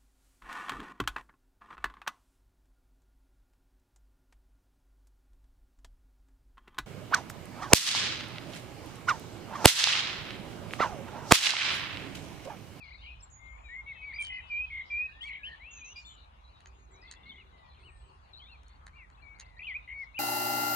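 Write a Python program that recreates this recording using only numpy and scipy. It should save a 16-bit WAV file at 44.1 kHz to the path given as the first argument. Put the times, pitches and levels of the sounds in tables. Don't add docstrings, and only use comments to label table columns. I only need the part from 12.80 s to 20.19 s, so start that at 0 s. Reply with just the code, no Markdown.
import sys
import numpy as np
from scipy import signal
from scipy.io import wavfile
from scipy.ndimage import uniform_filter1d

SR = 44100
rng = np.random.default_rng(int(sys.argv[2]) if len(sys.argv) > 2 else 0)


def wav_out(sig):
    wavfile.write(sys.argv[1], SR, np.round(np.clip(np.atleast_2d(sig).T, -1, 1) * 32767).astype(np.int16))


N = 325899

# start_s, length_s, turn_s, loudest_s, first_hz, turn_hz, last_hz, level_db, pan_db, left_lead_us
WHISTLE_NOTES = [ (0.0, 0.081, 0.045, 0.037, 2710, 2250, 2130, -50.5, 10, 59),
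                 (0.423, 0.033, .015, 0.012, 7280, 7400, 7360, -52.5, 1, -39),
                 (0.509, 0.091, 0.019, 0.026, 6880, 6720, 6790, -59, -9, -2),
                 (0.59, .43, 0.2, 0.069, 6800, 7040, 7190, -74.5, 3.5, -26.5),
                 (0.591, 0.18, 0.16, 0.14, 2146, 2147, 2280, -53.5, 14, -144),
                 (0.831, 0.18, 0.054, 0.14, 2600, 2237, 2204, -51, 12, 87),
                 (0.838, 0.1, 0.032, 0.036, 3750, 3840, 3834, -66, 6.5, 100),
                 (0.886, 0.13, 0.099, 0.17, 1776, 2140, 2140, -43.5, 2, 79),
                 (1.061, 0.071, 0.056, 0.06, 2188, 2222, 2006, -41.5, 4, 54.5),
                 (1.135, 0.043, 0.011, .015, 2160, 2140, 1690, -56, 9, 54),
                 (1.076, 0.046, 0.021, 0.018, 2750, 2630, 2440, -57, 6, -2),
                 (1.14, 0.1, 0.025, 0.022, 3170, 3120, 3050, -64.5, 2, -60.5),
                 (1.073, 0.11, 0.033, 0.018, 3640, 3760, 3420, -70, 3, 2.5),
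                 (1.147, 0.11, 0.063, 0.12, 2660, 2535, 2534, -50, 7, -11),
                 (1.213, 0.12, 0.053, 0.058, 2206, 2304, 2030, -42.5, 2.5, 19),
                 (1.334, 0.05, 0.026, 0.038, 4360, 4900, 4700, -54, 4, -29),
                 (1.698, 0.16, 0.038, 0.078, 2455, 2341, 2590, -32.5, -1, 44.5),
                 (2.1, 0.17, 0.031, 0.094, 2380, 2347, 2576, -32, 0, 34),
                 (2.082, 0.24, 0.075, .048, 1995, 1943, 1793, -58, -6, 156.5),
                 (2.289, 0.18, 0.058, 0.22, 1514, 1765, 1925, -59, 2, 144),
                 (2.427, 0.074, 0.037, 0.079, 1962, 2336, 2193, -43, 2.5, 28),
                 (2.463, 0.05, 0.025, 0.03, 3520, 2600, 2450, -49, 2.6, -100),
                 (2.574, 0.17, 0.044, 0.043, 1800, 1655, 1750, -60.5, 3, 167),
                 (2.795, 0.15, 0.098, 0.066, 1870, 2802, 2630, -50, 5.5, -4),
                 (2.949, 0.069, .03, 0.019, 2730, 2588, 2490, -54, 2, -2),
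                 (3.003, .13, 0.026, 0.033, 2490, 2426, 2970, -49.5, 4.5, -29),
                 (3.155, 0.054, 0.015, 0.021, 2440, 2397, 2462, -47.5, -6.5, 0),
                 (3.156, 0.055, 0.034, 0.015, 4860, 4790, 4790, -50, 7, -1),
                 (3.196, 0.15, 0.072, 0.056, 4300, 4260, 4080, -68.5, 1, -31),
                 (3.246, 0.092, 0.012, 0.013, 3350, 3630, 3360, -53.5, 5.5, 111),
                 (4.109, 0.065, 0.04, 0.021, 7590, 6660, 5170, -66.5, 1, -55),
                 (4.221, 0.086, 0.041, 0.036, 1910, 2083, 2120, -57, 4, 94),
                 (4.452, 0.091, 0.036, 0.04, 2110, 2213, 2147, -54, 1, 34),
                 (4.571, 0.065, 0.028, 0.038, 2820, 2970, 2180, -59.5, 4, -7),
                 (4.724, 0.2, 0.11, 0.015, 2073, 1970, 1900, -67, 9, -67),
                 (4.961, 0.073, 0.049, 0.045, 2700, 2095, 2360, -69.5, 2, 40),
                 (4.99, 0.097, 0.062, 0.1, 8300, 8700, 7450, -81.5, -2, -7),
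                 (5.026, 0.08, 0.037, 0.1, 2420, 3090, 2210, -58.5, 4, -44),
                 (5.084, 0.13, 0.045, 0.068, 7650, 8350, 8550, -76, 0, -8),
                 (5.109, 0.17, 0.11, .03, 2410, 2410, 2430, -76, 11, -1),
                 (5.163, 0.13, 0.079, 0.055, 7600, 8100, 7650, -79, 1, -14),
                 (5.212, .18, .11, .03, 8600, 8450, 9100, -85, 0, -8),
                 (5.598, 0.065, 0.025, .015, 2760, 2160, 1940, -67.5, 3, 13),
                 (5.656, 0.11, 0.048, 0.13, 2020, 2860, 2200, -59, 2, 30),
                 (6.13, 0.13, 0.022, 0.1, 2130, 2474, 1790, -57.5, 8, 87),
                 (6.373, 0.051, 0.03, 0.023, 2600, 2620, 2930, -67.5, 9, 0),
                 (3.157, 0.058, .025, 0.028, 2880, 2810, 2910, -60.5, 7, 0),
                 (3.159, 0.061, .025, .025, 5280, 5250, 5300, -65, 2, -2),
                 (5.08, 0.17, 0.11, .06, 1890, 1794, 1740, -73, 10, 6),
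                 (1.215, 0.14, 0.03, 0.042, 4450, 4640, 4320, -77, 4, -3),
                 (1.616, 0.094, 0.025, 0.022, 2750, 2630, 2580, -59.5, 9.5, 2),
                 (6.417, 0.16, 0.023, 0.059, 2436, 2272, 2274, -55.5, 13, 88),
                 (6.154, 0.1, 0.022, 0.069, 2610, 2900, 2080, -61, 0, 7),
                 (6.768, 0.062, 0.0097, 0.053, 1740, 1897, 2090, -52.5, 0, 109),
                 (6.867, 0.072, 0.065, 0.0081, 2680, 1908, 2093, -37.5, 2.5, 55),
                 (6.938, 0.039, 0.025, 0.03, 2060, 2486, 2470, -35.5, -0.5, 51),
                 (0.079, 0.023, 0.0084, .012, 2100, 2120, 2550, -51.5, 12, 92),
                 (0.104, 0.033, 0.013, 0.016, 1980, 2104, 2620, -51, 7, 95),
                 (0.141, 0.026, 0.0099, 0.01, 1990, 2140, 2310, -51, 8.6, 95),
                 (7.146, 0.096, 0.038, 0.039, 4440, 4460, 4360, -77.5, -0.5, 5),
                 (7.134, 0.11, 0.096, 0.11, 2200, 2180, 1967, -40.5, 5.5, 30),
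                 (7.342, 0.043, 0.024, 0.048, 2490, 2720, 3100, -43, 6, -80),
                 (7.379, 0.045, 0.011, 0.0046, 2440, 2443, 2410, -33, -1.5, 42), ]
# beats_per_s, swing_hz (negative turns the arches over), throb (0-1)
TRILL_NOTES = [ (0.21, 0.12, 0.053, 0.067, 3000, 2950, 2680, -53.5, 3, -106, 43.8, -230, 0.24),
               (4.882, 0.09, 0.024, 0.018, 4330, 4000, 4230, -69.5, 2, 42, 70, 60, .6),
               (0.228, 0.12, 0.069, 0.09, 2080, 2514, 2473, -50.5, 7, 70, 166, 35, 0.35),
               (1.306, 0.083, 0.027, 0.076, 2087, 2137, 2330, -42, 3.5, 33, 40.8, 187, 0.49),
               (1.379, 0.054, 0.016, 0.032, 2290, 2380, 2306, -34, -1, -30, 40.7, 47, 0.22),
               (1.38, 0.2, 0.055, 0.1, 3265, 3090, 2940, -44, 2.5, -135, 90.5, 27, .1),
               (1.579, 0.35, 0.05, 0.022, 3060, 2930, 3194, -57.5, 7, -135, 92, 30, .1),
               (1.396, 0.063, 0.015, 0.035, 9300, 8720, 8620, -55.5, -1.5, -11.5, 128, 54, .5),
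               (1.472, 0.022, 0.012, 0.0074, 8800, 8700, 8570, -75, -2, -13, 127, 49, .5),
               (1.498, 0.12, 0.059, 0.078, 2440, 2540, 2360, -47.5, 5, 54, 44.7, 39, 0.5),
               (1.494, 0.118, 0.076, 0.041, 1990, 2072, 1892, -41.5, 1.5, 76, 45, 65, 0.59),
               (1.898, 0.13, 0.048, 0.092, 2203, 2145, 2063, -38.5, 1.5, 61.5, 43.5, 73.5, 0.28),
               (2.406, 0.048, 0.029, 0.021, 2696, 3460, 3110, -41, 5, -148, 91, 44, 0.26),
               (2.481, 0.11, 0.053, 0.031, 2103, 2155, 2140, -42, 2.5, 61, 45.7, 135, 0.3),
               (2.503, 0.079, .04, .045, 2700, 3070, 2760, -52.5, 3, -100, 46.7, 262, 0.18),
               (2.63, 0.067, 0.039, 0.018, 2340, 3170, 2850, -40.5, 2.5, -87, 96, 48.5, 0.2),
               (2.668, 0.09, 0.039, 0.085, 1773, 1852, 1730, -49.5, 1, 104, 68.7, 55, 0.27),
               (2.906, 0.12, 0.063, 0.048, 6870, 6500, 6500, -54, -3.5, -44, 425, -190, 0.3),
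               (3.041, 0.097, 0.066, 0.015, 6380, 6300, 6150, -53.5, -5.5, -51, 433, -190, 0.32),
               (3.25, 0.11, 0.025, 0.01, 7240, 7070, 7100, -62, -2, -42, 103, 74, 0.52),
               (3.28, 0.13, 0.029, 0.046, 2860, 3090, 2820, -63, 6, 25, 76.3, 100, 0.29),
               (3.638, 0.071, 0.062, 0.02, 3840, 4000, 4050, -65.5, 0, 48, 111, 95, 0.46),
               (3.727, 0.07, 0.013, 0.028, 4000, 3830, 3750, -67.5, 0, 59, 110, 92.6, 0.42),
               (3.93, 0.13, .053, 0.15, 6940, 6700, 6500, -75, 4, -52, 120, 109, .1),
               (4.14, 0.063, 0.013, 0.01, 3770, 3910, 3850, -65.5, -2, 68, 95, 40, .1),
               (4.274, 0.33, 0.051, 0.02, 2013, 1994, 2125, -64.5, 5, 98, 96, 79, 0.27),
               (4.105, 0.41, 0.1, 0.1, 1868, 2487, 2770, -68, 5, -43, 92, 80, 0.59),
               (4.53, 0.097, 0.03, 0.034, 2128, 2088, 2140, -57.5, 3, 62, 44.5, 96, 0.43),
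               (5.531, 0.067, 0.02, 0.0097, 4140, 3650, 4490, -52, 6, 109, 114, 80, 0.46),
               (5.589, 0.12, 0.092, 0.015, 2900, 3770, 3760, -56.5, 4, 83, 44, 93, 0.17),
               (6.53, 0.29, 0.082, 0.033, 2210, 2110, 1884, -62.5, 6, 97.5, 99, 40, 0.67),
               (6.605, 0.049, 0.029, .025, 2780, 2700, 2680, -64, 4, 2, 91.4, 50, 0.36),
               (6.815, 0.064, 0.058, 0.012, 2380, 3040, 3170, -44, 4, -51, 84, 50.5, 0.44),
               (7.074, 0.081, 0.019, 0.053, 2036, 2060, 2222, -42, 4.5, 51, 78.5, 100.5, 0.47), ]
# start_s, length_s, first_hz, end_hz, level_db, pan_db, left_lead_us
CHIP_NOTES = [(.039, 0.011, 4130, 4700, -57.5, 4, 40), (0.074, .012, 3870, 4500, -62, 4, 40),
              (.09, 0.011, 3950, 4730, -57, 6, 40), (0.102, .015, 4070, 4950, -62, 4, 40),
              (0.131, 0.015, 3820, 4340, -58, 4, 40), (0.147, 0.016, 3800, 4360, -58, 6, 40),
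              (0.187, 0.039, 3560, 3820, -63, 4, 40), (4.912, .018, 3460, 3600, -70, 0, 40),
              (4.938, 0.024, 3680, 2870, -68.5, 0, 40), (0.401, 0.017, 5180, 5450, -59, 3, -73),
              (0.638, 0.036, 3450, 4170, -75, 9, 46), (0.67, 0.022, 4240, 3200, -72, 3, 42),
              (4.515, .016, 3750, 3380, -56, 3, 92), (4.214, 0.028, 5400, 4720, -65, 1, -70),
              (4.265, 0.028, 4720, 4070, -67, 4, 67), (4.272, 0.03, 3780, 3320, -59, 2, 90),
              (4.356, 0.024, 3750, 3330, -63.5, 3, 71), (4.431, 0.017, 3710, 3460, -61.5, 5, 67),
              (4.461, 0.037, 4140, 4330, -67, 2, 61), (4.492, 0.021, 3750, 3470, -50, 5, 98),
              (4.513, 0.028, 3250, 3060, -59, 4, 68), (4.556, 0.023, 3750, 3280, -60, 5, 74),
              (5.712, .028, 4200, 4290, -62, 5, 85), (5.86, 0.022, 4200, 4400, -71, 1, 43),
              (5.887, 0.024, 4150, 4500, -71, 1, 43), (5.917, 0.023, 4150, 4560, -70.5, 1, 43),
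              (5.947, 0.021, 4320, 4500, -70.5, -1, 43), (6.32, 0.019, 3900, 4660, -74, 7, -90),
              (6.346, 0.02, 3240, 4200, -70, 9, 127), (6.419, 0.016, 4200, 4300, -69, 7, -81),
              (6.432, 0.021, 3920, 4750, -75, 7, -81), (6.544, 0.028, 3750, 4700, -71, 3, -88),
              (6.646, 0.028, 3750, 4920, -69, 2, -77), (6.684, 0.022, 3320, 4870, -73, -3, -99.5),
              (6.765, 0.025, 3630, 4660, -65, 7, -104), (6.791, 0.01, 2130, 2730, -42.5, 3, 48),
              (6.801, .012, 2160, 2770, -46, 4, 53), (6.87, 0.035, 3570, 4850, -65, 4.5, -93),
              (7.045, 0.018, 3400, 4120, -69, 7, 101)]
# start_s, length_s, centre_hz, sweep_hz (up
# +, down -), syllables_per_s, level_db, breath (0-1)
CHATTER = [(.02, .3, 4180, 1000, 55.2, -67.5, 0.85), (0.412, 0.024, 8060, -1600, 80.5, -70, .5),
           (0.496, 0.044, 6960, -1200, 57.6, -64.5, 0.57), (.765, 0.068, 2280, 999, 63.6, -63.5, 0.27),
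           (1.051, 0.13, 3440, -700, 42.4, -68.5, 1), (1.52, 0.08, 4300, 1219.5, 59.8, -70, 0.87),
           (1.659, 0.095, 4400, 1502.5, 60, -71.5, 0.85), (1.899, 0.16, 3190, 902.5, 47, -60.5, 1),
           (2.042, 0.1, 5010, -1000, 58.8, -68, 1), (1.409, 0.07, 5970, 3799, 131, -64, 0.8),
           (4.225, 0.14, 4250, -900, 54, -68, 0.58), (4.44, 0.084, 3940, 898, 49, -68, 0.75),
           (2.641, 0.085, 4760, 1198, 92, -76, 0.68), (3.152, 0.1, 6440, 2007, 107, -69.5, 0.97),
           (3.359, 0.11, 3860, 597, 53.5, -65, 0.88), (6.806, 0.16, 3095, 686.5, 70.7, -58, 0.79),
           (7.069, 0.073, 2840, 598, 82, -62, 0.55), (7.173, 0.1, 5020, 1400, 74, -72.5, 0.85)]
# multiple, relative_db
SYRINX_OVERTONES = [(2, -45), (3, -54)]
# start_s, length_s, turn_s, loudest_s, first_hz, turn_hz, last_hz, level_db
HARSH_CALLS = [(2.411, .095, .04, 0.024, 920, 1137, 1038, -65.5),
               (2.634, .075, 0.049, 0.038, 853, 1090, 1030, -76)]
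# multiple, relative_db
HARSH_OVERTONES = [(4, 0), (5, -9), (6, -14), (7, -13), (8, -13)]
# start_s, high_peak_db, middle_db, low_knock_db, top_edge_db
PELLET_TICKS = [(1.412, -52, 4, 0, -4), (1.424, -39, -12, -22, -4), (1.4347, -49, -12, -2, -14),
                (1.448, -47.5, 10, 0, -24), (1.469, -45, 6.5, -2, -11), (3.805, -61, 5, 7, -1),
                (3.858, -50.5, 0, 7.5, -35), (3.872, -47, -26, -8, -42), (4.3125, -36.5, -2, -6, -20),
                (4.3177, -53, 7, -2, -33), (4.322, -49, -7, -4, -30), (4.338, -55, 6, 8, -16),
                (5.8334, -67, 10, 1, 1), (5.882, -57, -15, -12, -8), (6.0651, -54, -34, -7, 0),
                (6.0672, -49, 3, 9, -20), (6.082, -61, -5, 14, -6), (6.3007, -62, 2, 6, -30),
                (6.5873, -62, 0, 7, -5), (6.596, -49, -5, -6, -7), (6.5986, -37, -2.5, -9, -14),
                (6.607, -44, -1, -10, -28), (6.6132, -51.5, 5, 6.5, -7)]
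# pitch_hz, relative_db, t60_s
MAGAZINE_RINGS = [
    [(6520, 2.5, 0.012), (6780, 9.5, 0.0065), (5400, -9, 0.016), (7430, 12.5, 0.0019)],
    [(3950, -9.5, 0.011), (4280, 2.5, 0.004)],
    [(1150, -19, 0.011), (1820, 11.5, 0.0036), (2370, -9.5, 0.0091), (2990, -13.5, 0.025)],
    [(8860, -3, 0.015), (9370, 7, .004), (11050, -12, 0.0055), (13200, -14, 0.0065)],
]
# time_s, level_db, pitch_centre_hz
CHORUS_PATH = [(0, -63.5, 4206), (0.351, -64.5, 4007), (0.52, -70.5, 3258), (0.8, -70.5, 3055),
               (1.05, -74.5, 3595), (1.298, -65, 3498), (2, -64, 3605), (2.299, -65.5, 3892),
               (2.898, -61, 3479), (3.45, -69, 3808), (3.6, -72, 3890), (4.098, -74, 3795),
               (4.6, -68.5, 3516), (5, -69.5, 3874), (5.453, -73, 4040), (5.902, -71, 3488),
               (6.3, -77, 3690), (6.751, -74, 3750), (7.4, -70.5, 3580)]
# pitch_factor (on the centre), relative_db
FAR_BIRD_KINDS = [(.66, 8.5), (0.781, 2.5), (.88, 3.5), (0.969, -4), (1.028, 6.5), (1.121, -3),
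                  (1.251, -7.5), (1.749, -23)]
# start_s, length_s, level_db
PIGEON_COOS = [(3.817, 0.24, -74.5), (4.074, 0.16, -69), (4.263, 0.14, -77.5), (4.417, 0.38, -74.5),
               (4.964, 0.15, -71), (5.193, 0.19, -73)]
# frequency_hz, relative_db
WIND_COLOUR = [(12, -51), (20, -24.5), (40, -6.5), (59, 9), (72, -3.5), (140, -16), (220, -26),
               (290, -58.5), (480, -120)]
# time_s, level_db
WIND_GUSTS = [(0, -54), (2.8, -57), (6, -54.5), (6.7, -57), (7.4, -56.5)]
# centre_s, spread_s, level_db
WIND_BUFFET = (4.5, 0.063, -63.5)
# frequency_hz, relative_db
HUSH_COLOUR = [(76, -35), (130, -8), (360, -14.5), (593, -11.5), (859, -6), (1090, -5.5), (1700, -15.5),
               (2470, -20.5), (3260, -42.5), (3990, -31.5), (4980, -35), (6820, -33.5), (7770, -40.5),
               (8840, -40.5), (10800, -46.5), (14100, -55.5), (22000, -120)]
# time_s, change_db
HUSH_LEVELS = [(0, 1.5), (1.5, 2.5), (3, 0.5)]
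# frequency_hz, likeness (-1 to 1)
HUSH_LIKENESS = [(60, 0.37), (130, -0.44), (260, 0.82), (550, -0.29), (1140, -0.61), (2380, -0.034),
                 (4980, -0.44), (10400, 0.92)]
# frequency_hz, left_over_right_db
NOISE_BALANCE = [(60, -2), (110, 3.5), (190, -1.5), (330, -1.5), (590, 2.5), (1050, 5), (1860, 4.5),
                 (3310, -3.5), (5860, -1), (10400, 0)]

RISE_DB, RISE_BEND, FADE_DB, FADE_BEND = -10, 3.3, -6, 1.72
TURN_SHARE = 0.25
HOOK_AT, HOOK_BACK = 0.52, 0.59
NOTE_EDGE_S = 0.0045
COO_EDGE_HZ, COO_TURN_HZ, COO_TOP_SHARE = 368, 389, 0.62
HUSH_DB = -63.5
HEDGE_T60_S, HEDGE_DB = 0.31, -9.5
TICK_T60_S, TICK_ECHO_DB = 0.045, -2.5
TOP_EDGE_HZ = 15800


def singers():
    out = np.zeros((2, N))
    for *shape, pan_db, lead_us in WHISTLE_NOTES:
        add(out, *note(shaped(*shape), pan_db, lead_us, edge_s=NOTE_EDGE_S))
    for *shape, pan_db, lead_us, beats, swing_hz, throb in TRILL_NOTES:
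        add(out, *note(shaped(*shape), pan_db, lead_us, beats, swing_hz, throb, edge_s=NOTE_EDGE_S))
    for s, length, first_hz, end_hz, db, pan_db, lead_us in CHIP_NOTES:
        rows = [(s, first_hz, db), (s + length, end_hz, db)]
        if end_hz < first_hz:
            hook_hz = end_hz + HOOK_BACK * (first_hz - end_hz)
            rows[1:] = [(s + HOOK_AT * length, end_hz, db), (s + length, hook_hz, db)]
        add(out, *note(rows, pan_db, lead_us, edge_s=0.0038))
    for row in CHATTER:
        add(out, *buzz(*row))
    return out


def note(rows, pan_db, lead_us, beats=0, swing_hz=0, throb=0, flutter=0.25, edge_s=0.002):
    s, hz, db = np.transpose(rows)
    t = np.arange(s[0], s[-1], 1 / SR)
    beat = 2 * np.pi * beats * np.cumsum(1 + 0.066 * wobble(len(t), span=500)) / SR

    arches = 2 * abs(np.sin(beat / 2)) - 4 / np.pi
    jitter_hz = (8 + 0.23 * abs(swing_hz) + 0.13 * beats) * wobble(len(t), span=60)
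    pitch = np.interp(t, s, hz) + swing_hz * arches + jitter_hz

    throb = np.clip(throb, 0, 1)
    flutter = flutter * np.clip((-34.0 - db.max()) / 20, 0.3, 1.1)
    level = (1 - throb * np.cos(beat)) / np.sqrt(1 + throb ** 2 / 2)
    level *= 1 + flutter * wobble(len(t), span=150)
    level *= gain_of(np.interp(t, s, db))
    level *= np.clip(np.minimum(t - s[0], s[-1] - t) / edge_s, 0, 1)

    turn = 2 * np.pi * (np.cumsum(pitch) / SR + np.outer([1, 0], pitch) * lead_us / 1e6)
    tone = np.sin(turn) + sum(gain_of(over_db) * np.sin(k * turn) for k, over_db in SYRINX_OVERTONES)
    sides = gain_of(np.array([[0.5], [-0.5]]) * pan_db)
    return s[0], np.sqrt(2) * tone * level * sides / np.sqrt(np.mean(sides ** 2))


def shaped(s, length, turn_s, loud_s, first_hz, turn_hz, last_hz, db):
    t = np.arange(0, length + 0.001, 0.002)
    loud_s, turn_s = np.clip([loud_s, turn_s], 0.002, length - 0.002)
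    swell = RISE_DB * np.clip(1 - t / loud_s, 0, 1) ** RISE_BEND
    fade = FADE_DB * np.clip((t - loud_s) / (length - loud_s), 0, 1) ** FADE_BEND
    before, after = (turn_hz - first_hz) / turn_s, (last_hz - turn_hz) / (length - turn_s)
    bend = TURN_SHARE * length / 2
    corner = np.hypot(t - turn_s, bend) - bend / 2
    hz = turn_hz + (before + after) / 2 * (t - turn_s) + (after - before) / 2 * corner
    return np.transpose([s + t, hz, db + swell + fade])


def buzz(s, length, hz, sweep_hz, syllables, db, breath):
    t = np.arange(0, length, 1 / SR)
    place = np.cumsum(syllables * (1 + 0.56 * wobble(len(t), span=400))) / SR % 1
    pitch = hz + sweep_hz * (place - 0.5 + 0.076 * wobble(len(t), span=300))
    swell = np.sin(np.pi * place) ** 2
    sweeps = swell * np.sin(2 * np.pi * np.cumsum(pitch) / SR)
    edges = [hz - abs(sweep_hz) / 2, hz + abs(sweep_hz) / 2]
    band = signal.butter(4, edges, "bandpass", fs=SR, output="sos")
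    puffs = signal.sosfilt(band, (1.0 + swell) * rng.standard_normal((2, len(t))))
    breath = np.clip(breath, 0, 1)
    rasp = np.sqrt(1 - breath) * evened(sweeps) + np.sqrt(breath) * evened(puffs)
    sides = gain_of(db + 2.0 * np.array([[1], [-1]]))
    return s, sides * rasp * signal.windows.tukey(len(t), 0.5)


def harsh():
    out = np.zeros((2, N))
    for row in HARSH_CALLS:
        for k, db in HARSH_OVERTONES:
            rows = shaped(*row) * [1, k, 1] + [0, 0, db]
            s, tone = note(rows, 4, 2, beats=110, swing_hz=14 * k, throb=0.33, flutter=0.46)
            clean = (HARSH_OVERTONES[0][0] / k) ** 3
            rasp = np.sqrt(1 - clean ** 2) * wobble(tone.shape[1], span=20)
            add(out, s, tone * (clean + rasp))
    return out


def pellets():
    t, out = np.arange(2000) / SR, np.zeros(N)
    rise = 1 - np.exp(-t / 0.0003)
    rings = []
    for group in MAGAZINE_RINGS:
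        partials = sum(gain_of(db - 60 * t / t60) * np.sin(2 * np.pi * hz * t) for hz, db, t60 in group)
        rings.append(rise * partials)
    all_scrapes = rng.standard_normal((len(PELLET_TICKS), len(rings), 64))
    for (s, db, *rel_db), scrapes in zip(PELLET_TICKS, all_scrapes):
        for ring, part_db, scrape in zip(rings, [0] + rel_db, scrapes):
            sound = np.convolve(ring, scrape * np.hanning(64))
            add(out, s, gain_of(db + part_db) * sound / abs(sound).max())
    return np.array([out, np.roll(out, 1)])


def hedge(x, t60, top_hz=5000):
    length = SR // 2
    taps = np.zeros((2, length))
    at = np.arange(400, length - 20, 20) + rng.integers(0, 20, (2, (length - 401) // 20))
    np.put_along_axis(taps, at, rng.choice([-1., 1.], at.shape), 1)
    taps *= gain_of(-60 * np.arange(length) / SR / t60)
    taps = signal.lfilter(*signal.butter(1, top_hz, fs=SR), taps / np.linalg.norm(taps[0]))
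    return signal.oaconvolve(x, taps, axes=1)[:, :N]


def chorus():
    s, db, hz = np.transpose(CHORUS_PATH)
    t, out = np.arange(N) / SR, np.zeros((2, N))
    for factor, bird_db in FAR_BIRD_KINDS * 3:
        waver = 1 + 0.08 * wobble(N, span=600) + 0.025 * wobble(N, span=200)
        pitch = factor * np.interp(t, s, hz) * waver
        syllables = np.clip(wobble(N, span=500) + 0.45 * wobble(N, span=4000) - 0.8, 0, 1)
        turn = 2 * np.pi * (np.cumsum(pitch) / SR + rng.random((2, 1)))
        out += gain_of(bird_db) * syllables * np.sin(turn)
    far = gain_of(-11) * evened(out) + evened(hedge(out, t60=0.25))
    return evened(far) * gain_of(np.interp(t, s, db) + 2 * np.array([[1], [-1]]))


def pigeon():
    out = np.zeros((2, N))
    for s, length, db in PIGEON_COOS:
        top = COO_TOP_SHARE * length
        rows = shaped(s, length, top, top, COO_EDGE_HZ, COO_TURN_HZ, COO_EDGE_HZ, db)
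        add(out, *note(rows, -8.5, 100, flutter=0.78, edge_s=0.0078))
    return out


def wind():
    s, db = np.transpose(WIND_GUSTS)
    t = np.arange(N) / SR
    likeness = [(40, 0.92), (130, 0.97)]  # frequency_hz, likeness
    rumble = noise(WIND_COLOUR, likeness, size=4096, patchy_db=1.5) * gain_of(np.interp(t, s, db))
    at, spread, buffet_db = WIND_BUFFET
    band = signal.butter(2, [130, 280], "bandpass", fs=SR, output="sos")
    knock = evened(signal.sosfilt(band, rng.standard_normal(N))) * np.exp(-((t - at) / spread) ** 2)
    return rumble + gain_of(buffet_db) * knock


def hush():
    s, db = np.transpose(HUSH_LEVELS)
    drift = np.interp(np.arange(N) / SR, s, db)
    return noise(HUSH_COLOUR, HUSH_LIKENESS, size=1024, patchy_db=2.03) * gain_of(HUSH_DB + drift)


def noise(spectrum, same, size, patchy_db):
    frames, hz = N // (size // 4) + 5, np.fft.rfftfreq(size, 1 / SR)
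    a, b, c, d, patches = rng.standard_normal((frames, len(hz), 5)).T
    patches = uniform_filter1d(uniform_filter1d(patches, size=14, axis=0), size=12, axis=1)
    same = np.clip(read(same, hz), -1, 1)[:, None]
    left = a + 1j * b
    right = same * left + np.sqrt(1 - same ** 2) * (c + 1j * d)
    z = np.array([left, right])
    z *= gain_of(read(spectrum, hz)[:, None] + patchy_db * evened(patches))
    z *= gain_of(np.outer([0.5, -0.5], read(NOISE_BALANCE, hz)))[:, :, None]
    return evened(signal.istft(z, nperseg=size, noverlap=size * 3 // 4)[1][:, :N])


def wobble(length, span):
    step = span // 5
    x = rng.standard_normal(length // step + 30)
    x = evened(uniform_filter1d(uniform_filter1d(x, size=5), size=5))
    return np.interp(np.arange(length) / step + 10, np.arange(len(x)), x)


def gain_of(db):
    return 10 ** (np.asarray(db) / 20)


def evened(x):
    return x / np.sqrt(np.mean(x ** 2) + 1e-20)


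def read(points, hz):
    f, value = np.transpose(points)
    return np.interp(np.log(hz + 1), np.log(f + 1), value)


def add(mix, s, sound):
    part = mix[..., round(s * SR):][..., :sound.shape[-1]]
    part += sound[..., :part.shape[-1]]


def scene():
    birds, ticks = singers() + harsh(), pellets()
    bird_echoes = gain_of(HEDGE_DB) * hedge(birds, HEDGE_T60_S, top_hz=3480)
    tick_echoes = gain_of(TICK_ECHO_DB) * hedge(ticks, TICK_T60_S)
    return birds + ticks + bird_echoes + tick_echoes + chorus() + pigeon() + wind() + hush()


def record(dry):
    x = signal.lfilter(*signal.butter(2, 32, "highpass", fs=SR), dry)
    low_pass = signal.firwin(511, TOP_EDGE_HZ, window=("kaiser", 9), fs=SR)
    return signal.oaconvolve(x, low_pass[None], "same")


dry = scene()
out = record(dry)
wav_out(out)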